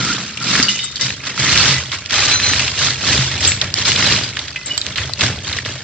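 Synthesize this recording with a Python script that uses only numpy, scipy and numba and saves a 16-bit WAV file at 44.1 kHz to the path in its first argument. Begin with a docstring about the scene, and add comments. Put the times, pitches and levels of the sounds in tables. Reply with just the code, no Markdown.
"""Gritty crunches come in strokes: a steel blade scoops broken floor tile into a tray in a bare room. Countless
chips tick under the edge, larger shards knock together, and the blade rings when struck and squeals as it
sticks and slips. Underneath, the tray booms and rattles as the rubble slides in. The microphone is close, and
the loudest peaks are slightly flattened."""
import sys
import numpy as np
from scipy import signal
from scipy.io import wavfile
from scipy.ndimage import uniform_filter1d
from numba import njit

SR = 44100
rng = np.random.default_rng(int(sys.argv[2]) if len(sys.argv) > 2 else 0)


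def inscribe(sig):
    """Save sig as 16-bit PCM at rate SR to the path in sys.argv[1].

    A 1-D sig is mono; a 2-D sig holds one channel per row.
    Samples are clipped to [-1, 1] before scaling.
    """
    pcm = np.round(np.clip(np.atleast_2d(sig).T, -1, 1) * 32767)
    wavfile.write(sys.argv[1], SR, pcm.astype(np.int16))


N = 257103
MIDDLING_PUSH_DB = -20

# The tone colour of broken tile. Each row: frequency in Hz, relative level in dB.
TILE_COLOUR = [(400, -1), (580, -6.5), (780, -5.5), (1000, -2.5), (1700, 2.5), (2800, 1.5), (4100, 2.5),
               (5400, -2), (6800, -8), (7500, -12), (8400, -49)]


def from_db(db):
    """Decibels to gain."""
    return 10 ** (np.asarray(db) / 20)


def unit_rms(x):
    """Scale to rms 1."""
    return x / np.sqrt(np.mean(x ** 2) + 1e-20)


def over_time(points):
    """Draw a curve of (seconds, value) points across the whole scene."""
    return np.interp(np.arange(N) / SR, *np.transpose(points))


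def at_hz(points, hz):
    """Read a spectrum on a log-frequency axis."""
    points_hz, levels = np.transpose(points)
    return np.interp(np.log(hz), np.log(points_hz), levels)


def add(out, s, sound):
    """Mix a sound in at s seconds."""
    start = int(s * SR)
    out[:, start:start + sound.shape[1]] += sound[:, :N - start]


def steady(x, seconds):
    """Even out the slow level of a stereo texture, leaving its grain."""
    return x / np.sqrt(uniform_filter1d(x.mean(0) ** 2, int(seconds * SR)) + 1e-12)


def stereo(mid, side, hz):
    """Left and right microphone ports: alike in the bass, opposed in the treble."""
    # Stereo width. Each row: frequency in Hz, side minus mid in dB.
    width = [(100, -27.5), (300, -20.5), (600, -16), (1500, -15), (2400, -15.5), (3200, -4.5), (4300, -3),
             (5200, 2.5), (6300, 4.5), (7500, 10), (8400, 15.5)]
    # Stereo balance. Each row: frequency in Hz, left minus right in dB.
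    lean = [(200, 0), (1000, -1.7), (3000, -2), (4500, -2), (6000, 0.1), (7500, 0.5)]
    sign = np.array([[1], [-1]])
    return (mid + sign * side * from_db(at_hz(width, hz))) * from_db(sign * at_hz(lean, hz) / 2)


def resonate(x, hz, width_hz):
    """A resonance that gives out the same energy whatever its width."""
    radius = np.exp(-np.pi * width_hz / SR)
    feedback = [1, -2 * radius * np.cos(2 * np.pi * hz / SR), radius ** 2]
    return signal.lfilter(np.sqrt(1 - radius ** 2) * np.array([1, 0, -1]), feedback, x + 1e-18)


@njit
def ring_modes(starts, poles, heights, lengths, total):
    """Sum of decaying cosines, each with its own start, pole and left and right height."""
    out = np.zeros((2, total))
    for k in range(len(starts)):
        swing = 1 + 0j
        for i in range(starts[k], min(starts[k] + lengths[k], total)):
            out[0, i] += heights[0, k] * swing.real
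            out[1, i] += heights[1, k] * swing.real
            swing *= poles[k]
    return out


def pole(hz, t60_samples):
    """One sample's turn and decay of a ringing mode."""
    return from_db(-60 / t60_samples) * np.exp(2j * np.pi * hz / SR)


def rings(rows):
    """Struck modes that ring out, one for each row."""
    s, level_db, hz, t60 = np.transpose(rows)
    samples = np.maximum(t60, .003) * SR
    mid, side = rng.choice([-1., 1.], (len(s), 2)).T * from_db(level_db)
    return ring_modes((s * SR).astype(int), pole(hz, samples), stereo(mid, side, hz), samples.astype(int), N)


def contacts(per_s, spread_db, clump_db=3, clumps_per_s=70):
    """Sample positions and uneven sizes of contacts that come in small avalanches."""
    knots = rng.standard_normal(N // 20)
    surge = unit_rms(np.interp(np.arange(N) * (clumps_per_s / SR), np.arange(len(knots)), knots))
    at = np.flatnonzero(rng.random(N) < per_s * from_db(clump_db * surge) / SR)
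    sizes = from_db(spread_db * np.minimum(rng.exponential(1, N), 4))
    return at, sizes[at]


def bumped(modes, per_s, spread_db, even_s):
    """A resonant body under a run of small bumps, evened out to level 1."""
    at, size = contacts(per_s, spread_db)
    out = np.zeros((2, N))
    for hz, width_hz, mode_db in modes:
        clicks = np.zeros((2, N))
        clicks[:, at] = stereo(*rng.standard_normal((len(at), 2)).T * size, hz)
        ringing = resonate(clicks, hz, width_hz)
        out += from_db(mode_db) * unit_rms(resonate(ringing, hz, hz))  # a broad pass trims the skirts
    return steady(out, even_s)


def swell(s, start, rise, hold, fall, level_db):
    """Power of one push at the times s: it builds as the blade bites, holds, then dies away."""
    t = s - start
    attack = np.clip(t / rise, 0, 1) ** 1.3
    decay_db = 60 * np.maximum(t - rise - hold, 0) / fall
    return (attack * from_db(level_db - decay_db)) ** 2


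def push_envelopes(tray_lag_s=.024, boom_fall_s=1.0, rattle_fall_s=.71):
    """All pushes together, in dB over time: crunch, treble tilt, tray boom and tray rattle."""
    # Pushes through the rubble. Each row: start, rise, hold and 60 dB fall in seconds,
    # then crunch, treble tilt, boom and rattle in dB.
    strokes = [(-.046, .03, .14, .95, -21, 0.5, -38, -29.5), (.36, .175, .055, .48, -15, .5, -32.5, -27.5),
               (.682, .008, .005, .55, -19.5, 5.5, -49, -43), (.8, .03, .01, .25, -27.5, 1.5, -56, -49),
               (.95, .075, .05, .33, -21.5, 2, -33, -34), (1.215, .055, .015, .35, -22, -2, -48, -36.5),
               (1.345, .05, .09, .55, -17, 0, -30.5, -29.5), (1.383, .146, .18, .48, -13.4, .5, -24.5, -29),
               (1.9, .032, .008, .25, -21, -1.5, -43, -42),
               (2.085, .055, .185, .38, -14.5, -.5, -29.5, -32), (2.35, .09, .175, .95, -17.5, 0, -27, -31),
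               (2.734, .07, .067, .52, -16, .5, -27, -32.5), (2.96, .135, .055, .9, -14, 0.5, -23, -26),
               (3.3, .012, .072, .4, -25, -1, -27, -34.5), (3.37, .073, .018, .5, -15.5, 1.5, -24, -29),
               (3.61, .008, .008, .4, -22, -3, -27.5, -31.5), (3.735, .05, .014, .6, -18, 0.5, -30, -32.5),
               (3.84, .038, .016, .4, -13.2, 1.5, -26.5, -29),
               (3.915, .085, .135, .64, -14.8, -0.5, -25, -25.5),
               (4.35, .03, .025, .8, -29, -2.5, -39, -41), (4.65, .02, .05, .6, -28.5, 0, -40, -38.5),
               (4.82, .04, .02, .45, -29, -1.5, -33.5, -35.5),
               (4.945, .03, .03, .45, -22.5, -2, -26.5, -35), (5.17, .048, .028, .38, -15.5, -1, -24, -25),
               (5.41, .06, .105, .25, -25.5, -1.5, -32, -39),
               (5.645, .012, 0.0049, .9, -26, -1.5, -29.5, -32)]
    s = np.arange(0, N / SR, .001)
    grit, boom, rattle = from_db([-35.5, -42, -47.5]) ** 2  # grit keeps trickling between pushes
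    treble = 0
    for start, rise, hold, fall, crunch_db, treble_db, boom_db, rattle_db in strokes:
        push = swell(s, start, rise, hold, fall, crunch_db)
        grit += push
        treble += push * treble_db
        # the load reaches the tray late and rocks on; the hollow rattle stops sooner
        boom += swell(s, start + tray_lag_s, rise, hold, boom_fall_s, boom_db)
        rattle += swell(s, start, rise, hold, rattle_fall_s, rattle_db)
    levels = 10 * np.log10(grit), treble / grit, 10 * np.log10(boom), 10 * np.log10(rattle)
    return [np.interp(np.arange(N) / SR, s, level) for level in levels]


def handling_rumble(level_db, corner_hz):
    """A faint steady rumble at the hand-held microphone."""
    low_pass = signal.butter(2, corner_hz, fs=SR, output="sos")
    return from_db(level_db) * unit_rms(signal.sosfilt(low_pass, rng.standard_normal(N)))


def room(x, t60_s, level_db):
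    """Bare walls return a short diffuse tail, different left and right."""
    t = np.arange(SR // 2) / SR
    tail = rng.standard_normal((2, len(t))) * from_db(-60 * t / t60_s) * (t > .004)
    tail /= np.sqrt(np.sum(tail ** 2, axis=1, keepdims=True))
    return from_db(level_db) * signal.fftconvolve(x, tail, axes=1)[:, :N]


def loaded(modes):
    """The balance of the tray's resonances shifts as it fills."""
    # The load in the tray. Each row: time in seconds, share filled from 0 to 1.
    filling = [(.5, 0.08), (1.9, 1)]
    fill = over_time(filling)
    return [(hz, width, light + fill * (full - light)) for hz, width, light, full in modes]


def tray_boom(level_db):
    """Rubble bumps the tray's deepest resonances, and jolts to blade or tray add thumps."""
    # Deep modes. Each row: pitch and width in Hz, relative dB when light and when full.
    modes = [(76.8, 11, -5.5, -4), (99.9, 14, -13, -1), (129.3, 8.2, 3, -1.5)]
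    # Jolts. Each row: start in seconds, level in dB, pitch in Hz, t60 in seconds.
    thumps = [(.002, -15, 123, 0.15), (.597, -9, 256, 0.069), (1.05, -22, 123.3, .25),
              (1.395, -19, 133.6, 0.4), (1.69, -16.5, 134.3, .45), (3.19, -12.5, 128.8, 0.37),
              (5.24, -17, 122, .35)]
    return from_db(level_db) * bumped(loaded(modes), per_s=300, spread_db=2, even_s=.078) + rings(thumps)


def tray_rattle(level_db):
    """Rubble skips over the tray and stirs its hollow middle register."""
    # Hollow modes. Each row: pitch and width in Hz, relative dB when light and when full.
    modes = [(187.4, 18, 4, -0.5), (260.6, 83, 4.5, 1), (380, 190, -1, -2), (592, 43, -9.5, -4),
             (684, 310, -28.5, -7)]
    return from_db(level_db) * bumped(loaded(modes), per_s=700, spread_db=2.5, even_s=.066)


def floor_slide():
    """The blade opens with a low scrape, bumping along bare floor."""
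    # The scrape's fader. Each row: time in seconds, level in dB.
    fader = [(0, -23), (.12, -27), (.2, -32.5), (.36, -37.5), (.43, -27), (.6, -28.5), (.7, -30.5),
             (.8, -49), (.95, -71)]
    # What the sliding sets ringing. Each row: pitch and width in Hz, relative level in dB.
    modes = [(120.6, 9.4, -1.5), (167.7, 10, -3), (206.7, 8.8, 3), (1360, 150, 1.5)]
    return from_db(over_time(fader)) * bumped(modes, per_s=500, spread_db=2.5, even_s=.051)


def blade_squeals(rough_db, wander_hz):
    """The edge sticks and slips: friction keeps one mode swinging for a moment, unevenly."""
    # Each row: start and length in seconds, pitch in Hz, level in dB before roughening.
    squeals = [(0.065, 0.022, 1304, -25), (0.098, 0.037, 1403, -17.5), (.412, 0.031, 1346, -23),
               (1.732, 0.087, 1995, -22.5), (2.307, 0.12, 4045, -16.5), (2.318, 0.14, 6130, -23.5),
               (2.428, 0.11, 4090, -17), (2.445, 0.12, 6070, -25.5), (4.695, .1, 2936, -22.5)]
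    out = np.zeros((2, N))
    knots = np.arange(0, .3, .006)
    for start, length, hz, level_db in squeals:
        t = np.arange(int(length * SR)) / SR
        grip, wander = (np.interp(t, knots, rng.standard_normal(len(knots))) for _ in range(2))
        envelope = np.sin(np.pi * (t / length) ** .5) * from_db(level_db + rough_db * grip)
        swing = envelope * np.exp(2j * np.pi * np.cumsum(hz + wander_hz * wander) / SR)
        add(out, start, stereo(swing.imag, swing.real, hz))
    return out


def blade_ring(octaves, detune, bounce_s, bounce_db):
    """Each blow rings the steel modes nearest the pitch that its contact favours."""
    # Modes of the steel. Each row: pitch in Hz, relative level in dB, t60 in seconds.
    modes = [(2030, 4, 0.52), (2976, 4, 0.21), (3650, -5.5, 0.43), (4650, -2.5, 0.16), (5060, -10.5, 0.29),
             (5640, -12, 0.11), (6420, -12, 0.18), (7460, -1, 0.054)]
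    # Blows on the blade. Each row: start in seconds, strength in dB, favoured pitch in Hz.
    blows = [(.628, -18, 5100), (.685, -20, 3300), (.790, -22.5, 3520), (.840, -22.5, 7800),
             (.958, -28, 5300), (1.011, -17.5, 4950), (3.474, -11.5, 8300), (4.236, -26.5, 5330),
             (4.56, -31, 1660), (4.659, -24, 7840), (4.778, -35, 8100), (4.981, -33.5, 1750)]
    first = np.array([(s, blow_db + mode_db - 4 * (np.log2(hz / favoured_hz) / octaves) ** 2, hz, t60)
                      for s, blow_db, favoured_hz in blows for hz, mode_db, t60 in modes])
    # the shard bounces and loads the steel, so a slightly flat second ring beats against the first
    second = (first + [bounce_s, bounce_db, 0, 0]) * [1, 1, 1 - detune, 1]
    return rings(first) + rings(second)


def knocks(rows, skirt_db, mode_count=50):
    """Each struck shard sounds a cluster of heavily damped modes around its pitch."""
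    out, length = np.zeros((2, N)), SR // 10
    for s, level_db, pitch_hz, octaves, t60 in rows:
        hz = np.linspace(400, 8200, mode_count) + rng.uniform(-70, 70, mode_count)
        cluster = np.exp(-.5 * (np.log2(hz / pitch_hz) / octaves) ** 2) + from_db(skirt_db)
        gain = cluster * from_db(at_hz(TILE_COLOUR, hz))
        mid, side = rng.choice([-1., 1.], (2, mode_count)) * gain
        poles = pole(hz, max(t60, .003) * SR)
        onsets = rng.integers(0, SR // 3000, mode_count)
        hit = ring_modes(onsets, poles, stereo(mid, side, hz), np.full(mode_count, length), length)
        peak_rms = np.sqrt(uniform_filter1d(hit.mean(0) ** 2, SR // 500, mode="constant").max())
        add(out, s, hit / peak_rms * from_db(level_db))
    return out


def tumbling_shards(push_db, per_s, middling_db, scatter_db, high_hz=4730, low_hz=2060):
    """Small shards tumble at random, harder during a push; bigger ones chink lower and longer."""
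    at = np.flatnonzero(rng.random(N) < per_s / SR)
    strength, size = rng.random((len(at), 2)).T
    level_db = middling_db + .65 * (push_db[at] - MIDDLING_PUSH_DB) + scatter_db * (2 * strength - 1)
    hz = high_hz * (low_hz / high_hz) ** size
    octaves = np.full(len(at), .087)
    t60 = .035 * (.5 + size)
    return knocks(zip(at / SR, level_db, hz, octaves, t60), skirt_db=-23.5)


def large_shards():
    """Big pieces knock together; sharp strikes ring single clear tones, many from the steel blade."""
    # Knocks. Each row: start in seconds, level in dB, pitch in Hz, spread in octaves, t60 in seconds.
    hits = [(.3726, -18.5, 2820, .17, 0.02), (.5518, -12.5, 1581, .38, 0.058),
            (.5995, -8.5, 1940, .31, 0.013), (.6269, -10, 4850, .16, 0.035), (.7902, -18, 2732, .39, 0.042),
            (.9224, -29, 3580, .47, .018), (.957, -20.5, 4640, .32, 0.046), (.9674, -21, 3670, .26, 0.013),
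            (1.0104, -15, 4330, .61, 0.033), (1.1046, -13.5, 2360, .43, .007),
            (1.5756, -6, 3300, .8, 0.033), (1.9174, -16.5, 3070, .78, 0.023),
            (2.0597, -19.5, 3300, .69, 0.012), (2.0969, -21.5, 3400, .9, 0.036),
            (2.107, -14.5, 3400, 0.88, .04), (2.1406, -9, 2830, .79, 0.0091), (2.314, -15, 3969, .46, .056),
            (2.4, -12, 3000, .8, .015), (2.5343, -8.5, 1930, .45, 0.0092), (2.5953, -10, 2370, .42, .025),
            (2.6785, -15, 2800, .83, .039), (2.8698, -11, 2850, .39, 0.0055),
            (2.9061, -11, 3380, .53, .008), (3.0773, -14, 3600, .39, .025),
            (3.3143, -18.5, 3310, .63, 0.042), (3.449, -8.5, 4200, .41, 0.036),
            (3.475, -16.5, 4700, .98, 0.022), (3.5188, -9.5, 2679, .33, .013), (3.614, -6, 3970, .36, .022),
            (3.7404, -9.5, 4770, .34, 0.0066), (3.8519, -12.5, 3950, .24, 0.039),
            (3.918, -8, 2438, .37, 0.0086), (3.9606, -11, 3803, .52, 0.023), (4.1222, -7, 3320, .34, 0.024),
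            (4.163, -11.5, 2960, .47, 0.011), (4.2356, -22, 4230, .66, .038),
            (4.2893, -22, 4300, .9, 0.023), (4.3692, -13.5, 2000, .67, 0.018),
            (4.3911, -15.5, 3770, .28, 0.015), (4.4812, -23, 3100, .88, .025),
            (4.5595, -17.5, 2400, .3, 0.072), (4.778, -10, 4250, .17, 0.013),
            (4.815, -14.5, 3940, .16, 0.02), (4.8653, -14.5, 4000, .68, 0.0063),
            (4.958, -16.5, 3200, .42, 0.043), (4.9808, -13.5, 2190, .57, 0.036),
            (5.095, -22.5, 770, .5, .022), (5.1351, -13.5, 4263, .13, 0.015),
            (5.2085, -8, 3381, .29, 0.023), (5.388, -23.5, 3300, .31, 0.021),
            (5.5285, -15.5, 3870, .15, .019), (5.5865, -13, 1910, .12, 0.019),
            (5.6495, -20, 3250, .28, .02), (5.662, -17, 2370, .75, 0.012)]
    # Tones rung by sharp strikes. Each row: start in seconds, level in dB, pitch in Hz, t60 in seconds.
    struck_tones = [(.627, -13.5, 4590, .32), (.957, -27, 4600, .2), (.627, -14.5, 6330, .06),
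                    (.684, -6, 2870, 0.087), (.685, -26, 2050, 0.35), (.685, -20, 2965, .42),
                    (.790, -24, 3700, 0.52), (1.011, -18.5, 2050, 0.097), (1.011, -21, 5780, 0.17),
                    (1.011, -20.5, 3720, .3), (1.011, -21, 5070, .22), (1.592, -11, 2640, 0.058),
                    (1.605, -9, 4380, .083), (3.475, -17.5, 7290, 0.25), (3.852, -16, 5150, .08),
                    (4.03, -14, 5100, .072), (4.06, -9.5, 4080, 0.068), (4.235, -19.5, 4870, 0.13),
                    (4.561, -15.5, 2585, 0.05), (4.777, -18, 7260, 0.052)]
    return knocks(hits, skirt_db=-19.5) + rings(struck_tones)


def crunch(push_db, treble_db, per_s, t60_s, t60_spread, colour_db, trim_db, mode_count=14):
    """Countless chips touch, each with a few modes of its own. Harder pushing moves more of them."""
    at, size = contacts(per_s * from_db(.47 * (push_db - MIDDLING_PUSH_DB)), spread_db=2.5)
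    pitch, freedom, *mode_places = rng.random((len(at), mode_count + 2)).T
    hz = 450 + 8200 * np.array(mode_places)
    favoured_hz = 900 * 10 ** pitch
    looseness = t60_spread ** (2 * freedom - 1)  # a buried chip only ticks, a loose one rings longer
    t60_samples = np.tile(t60_s * looseness * SR, mode_count)
    colour = at_hz(TILE_COLOUR, hz) + colour_db * np.exp(-2 * np.log2(hz / favoured_hz) ** 2)
    tilt = treble_db[at] * np.clip(np.log2(hz / 3200), -1, 1)
    gain = size * from_db(colour + tilt) / np.sqrt(looseness)
    mid, side = rng.standard_normal((2, gain.size)) * gain.ravel()
    poles = pole(hz.ravel(), t60_samples)
    lengths = (t60_samples * 2 / 3).astype(int)  # each mode stops 40 dB down
    chips = ring_modes(np.tile(at, mode_count), poles, stereo(mid, side, hz.ravel()), lengths, N)
    return steady(chips, .029) * from_db(push_db + trim_db)


def scene():
    """Shards and blade in the room, with the tray underneath."""
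    push_db, treble_db, boom_db, rattle_db = push_envelopes()
    shards = crunch(push_db, treble_db, per_s=2150, t60_s=.026, t60_spread=2.2, colour_db=6, trim_db=-.59)
    shards += large_shards()
    steel = blade_ring(octaves=.39, detune=.0076, bounce_s=.011, bounce_db=-6.5)
    steel += blade_squeals(rough_db=4, wander_hz=20)
    slide = floor_slide()
    tray = tray_boom(boom_db) + tray_rattle(rattle_db)
    rumble = handling_rumble(level_db=-61.5, corner_hz=70)
    shards += tumbling_shards(push_db, per_s=17, middling_db=-21, scatter_db=2)
    return shards + room(shards, t60_s=.35, level_db=-13.5) + steel + slide + tray + rumble


def record(dry):
    """The loudest peaks are flattened, and the top end is cut."""
    cutoff_hz, ceiling = 8450, .88
    low_pass = signal.ellip(10, .2, 70, cutoff_hz, fs=SR, output="sos")
    heard = signal.sosfilt(low_pass, dry)
    flattened = heard / (1 + np.abs(heard / ceiling) ** 8) ** (1 / 8)
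    return signal.sosfilt(low_pass, flattened)


dry = scene()
out = record(dry)
inscribe(out)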